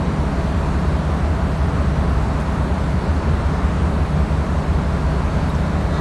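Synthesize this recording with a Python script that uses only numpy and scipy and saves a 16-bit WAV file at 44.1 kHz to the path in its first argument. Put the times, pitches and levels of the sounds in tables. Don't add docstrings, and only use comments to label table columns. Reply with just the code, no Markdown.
import sys
import numpy as np
from scipy import signal
from scipy.fft import rfft, irfft
from scipy.io import wavfile
from scipy.ndimage import uniform_filter1d

SR = 44100
rng = np.random.default_rng(int(sys.argv[2]) if len(sys.argv) > 2 else 0)


def ratio(d):
    e = np.asarray(d, float) / 20
    return 10 ** e


def generate_wav(sig):
    pcm = np.round(np.clip(np.atleast_2d(sig).T, -1, 1) * 32767).astype(np.int16)
    wavfile.write(sys.argv[1], SR, pcm)


N = 264776

DIESEL_HZ = 5.417
THROB_S = 1.812


def evened(x):
    return x / np.sqrt(np.mean(x ** 2) + 1e-20)


def along(times_s, values):
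    return np.interp(np.arange(N) / SR, times_s, values)


def drift(top_hz):
    hz = np.geomspace(.1, top_hz, num=16)
    start = rng.random(16)
    t = np.arange(0, N + 256, 256) / SR
    waves = np.sin(2 * np.pi * (hz * t[:, None] + start)) / np.sqrt(hz)
    return along(t, evened(waves.sum(axis=1)))


def resonate(x, hz, width_hz):
    centre_hz = min(hz, SR / 2 - 2000)
    b, a = signal.iirpeak(centre_hz, hz / width_hz, SR)
    return signal.lfilter(b, a, x)


def density_db(spectrum, hz):
    table_hz, table_db = np.transpose(spectrum)
    return np.interp(np.log(hz + 1), np.log(table_hz + 1), table_db, right=-140)


def noise(spectrum, patchy_db, flicker_db):
    frames = N // 512 + 8
    hz = np.fft.rfftfreq(2048, 1 / SR)
    real, imaginary, patches = rng.standard_normal((frames, 1025, 3)).T
    patches = uniform_filter1d(patches, size=24, axis=0)
    patches = evened(uniform_filter1d(patches, size=10, axis=1))
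    flicker = evened(uniform_filter1d(rng.standard_normal(frames), size=8))
    shape_db = density_db(spectrum, hz)
    level_db = shape_db[:, None] + patchy_db * patches + flicker_db * flicker
    z = (real + 1j * imaginary) * ratio(level_db)
    power = (ratio(shape_db) ** 2).sum() * hz[1]
    wave = signal.istft(z, nperseg=2048, noverlap=1536)[1][2048:N + 2048]
    return np.sqrt(power) * evened(wave)


def machine(speed_hz, orders, waver_db, in_step_s=0, locked_db=-31):
    turns = np.cumsum(speed_hz * np.ones(N)) / SR
    turns = turns - turns[round(in_step_s * SR)]
    total = np.zeros(N)
    for order, db in orders:
        level = np.sqrt(2) * ratio(db + waver_db * drift(1.58))
        start = (db < locked_db) * rng.random()
        total += level * np.cos(2 * np.pi * (order * turns + start))
    return total


def beating(hz, db, other_hz, other_db, in_step_s):
    speeds_hz = np.array([hz * np.ones(N), other_hz * np.ones(N)])
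    turns = np.cumsum(speeds_hz, axis=1) / SR
    turns = turns - turns[:, [round(in_step_s * SR)]]
    one, other = np.sqrt(2) * np.cos(2 * np.pi * turns)
    return ratio(db) * one + ratio(other_db) * other


def diesel():
    # order [multiple of the cycle], level/dB [rms]
    diesel_orders = [(6, -52), (9, -35), (10, -43), (11, -48), (12, -24.5), (13, -43), (15, -29),
                     (17, -41.5), (19, -42), (25, -38), (26, -42), (27, -39), (29, -44), (31, -44),
                     (40, -47), (39, -47), (47, -44), (50, -44)]
    return ratio(0.1) * machine(DIESEL_HZ, diesel_orders, waver_db=.8, in_step_s=THROB_S)


def pump():
    # order [multiple of the stroke rate], level/dB [rms]
    pump_orders = [(2, -29.3), (4, -50), (5, -50)]
    stroke_hz, sag_hz = 75.56, .47
    sag_from_s, sag_to_s, half_ramp_s = 1.85, 2.85, .3 / 2
    load = along([sag_from_s - half_ramp_s, sag_from_s + half_ramp_s,
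                  sag_to_s - half_ramp_s, sag_to_s + half_ramp_s], [0, 1, 1, 0])
    hz = stroke_hz - sag_hz * load
    stroke = beating(hz, -27.5, 14 * DIESEL_HZ, -34.5, THROB_S)
    return machine(hz, pump_orders, waver_db=.6) + stroke


def generator():
    # order [multiple of the shaft], level/dB [rms]
    generator_orders = [(3, -38), (6, -39), (12, -33), (12.5, -45), (13.5, -46), (14, -44), (15, -46),
                        (50, -53)]
    shaft_hz = 15.034
    return ratio(-0.6) * machine(shaft_hz, generator_orders, waver_db=1.5)


def fans():
    # f/Hz, level/dB [rms]
    fan_tones = [(31.02, -41), (31.67, -42), (89.73, -38), (179.42, -39), (403.7, -45), (418.6, -46),
                 (433.4, -49), (448.8, -50), (672.2, -51)]
    return ratio(-0.2) * machine(1, fan_tones, waver_db=1.0)


def whine():
    ease_db, ease_s, ramp_s = -8, 2.6, 0.65
    level_db = -41 + ease_db * along([ease_s - ramp_s, ease_s + ramp_s], [0, 1])
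    return beating(652.0, level_db, 650.88, -51, in_step_s=3.22)


def rumble():
    # f/Hz, level/dB [per Hz]
    roar_spectrum = [(22, -69), (34, -59), (46, -46.5), (72, -44), (100, -47.5), (205, -47), (240, -52.5),
                     (500, -59.5), (600, -56.5), (780, -60), (1000, -59), (1500, -65), (2000, -72.5),
                     (3000, -85)]
    hz = np.fft.rfftfreq(N, 1 / SR)
    shape = ratio(density_db(roar_spectrum, hz))
    flat = noise([(1, 0), (4000, 0)], patchy_db=.5, flicker_db=-0.2)
    roar = evened(irfft(rfft(flat) * shape, N))
    return np.sqrt((shape ** 2).sum() * hz[1]) * roar


def ventilation():
    # f/Hz, level/dB [per Hz]
    air_spectrum = [(1200, -78), (2200, -75), (3000, -78.5), (4500, -80), (4950, -85), (5500, -85),
                    (7000, -87.5), (7600, -89), (8300, -87.5), (9000, -91), (10300, -95), (11400, -95),
                    (12500, -105)]
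    # t/s [middle], level/dB [rise], half length/s
    gusts = [
        (.5, 0.5, .4),
        (3.3, .5, .8),
        (5.4, 1, .4),
    ]
    t = np.arange(N) / SR
    gust_db = sum(db * np.exp(-((t - s) / half) ** 2) for s, db, half in gusts)
    return noise(air_spectrum, patchy_db=.8, flicker_db=0.05) * ratio(gust_db - gust_db.mean())


def ticks():
    # t/s, level/dB [peak], f/Hz [centre], width/Hz, t60/s
    tick_events = [
        (.92, -51, 8500, 4000, .04),
        (2.3995, -41, 8000, 6000, .02),
        (2.404, -45, 6100, 700, .04),
        (2.409, -47, 9000, 5000, .06),
        (5.494, -46, 11250, 900, .05),
        (5.494, -42, 3850, 200, .09),
        (5.549, -37, 6200, 1800, .03),
    ]
    out = np.zeros(N)
    t = np.arange(4000) / SR
    for s, db, hz, width_hz, t60 in tick_events:
        burst = rng.standard_normal(len(t))
        tick = evened(resonate(resonate(burst, hz, width_hz), hz, width_hz))
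        out[round(s * SR):][:len(t)] += ratio(db - 60 * t / t60) * tick
    return out


def scrape():
    # f/Hz, width/Hz, level/dB
    steel_modes = [(1650, 60, -2), (1950, 40, 3), (3690, 90, -3), (4000, 700, -1), (5200, 400, -8),
                   (6000, 1500, -8)]
    start_s, top_db, bite_s, let_go_db_per_s = 5.895, -37.5, .05, 70
    rub = rng.standard_normal(N)
    ring = np.zeros(N)
    for hz, width_hz, db in steel_modes:
        ring += ratio(db) * evened(resonate(resonate(rub, hz, width_hz), hz, width_hz))
    since = np.arange(N) / SR - start_s
    release_db = let_go_db_per_s * np.maximum(since - bite_s, 0)
    press = np.clip(since / bite_s, 0, 1) * ratio(top_db - release_db)
    return press * evened(ring)


def scene():
    machines = diesel() + pump() + generator() + fans() + whine()
    return (machines + rumble() + ventilation() + ticks() + scrape())[None]


def thinned(x, hole_from=1.8, hole_to=1.3, edge_hz=11860, flutter_hz=130):
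    padded = np.pad(x, ((0, 0), (0, 2048)), "reflect")
    hz, t, z = signal.stft(padded, SR, nperseg=1024, noverlap=768, boundary="even")
    blocks = np.arange(len(t)) // 4
    chance = rng.standard_normal((blocks[-1] + 1, len(hz) + 1))
    patches = uniform_filter1d(chance[:, 1:], size=4, axis=1)
    patches = evened(uniform_filter1d(patches, size=2, axis=0))
    holes = patches > np.interp(hz, [4400, 10300], [hole_from, hole_to], left=np.inf)
    edge = edge_hz + flutter_hz * evened(uniform_filter1d(chance[:, :1], size=2, axis=0))
    kept = (~holes & (hz < edge))[blocks].T
    return signal.istft(z * kept, SR, nperseg=1024, noverlap=768)[1][..., :N]


def band_limit(x):
    return signal.sosfilt(signal.butter(12, 12130, fs=SR, output="sos"), x)


def record(dry):
    mix = thinned(dry)
    return band_limit(mix)


dry = scene()
out = record(dry)
generate_wav(out)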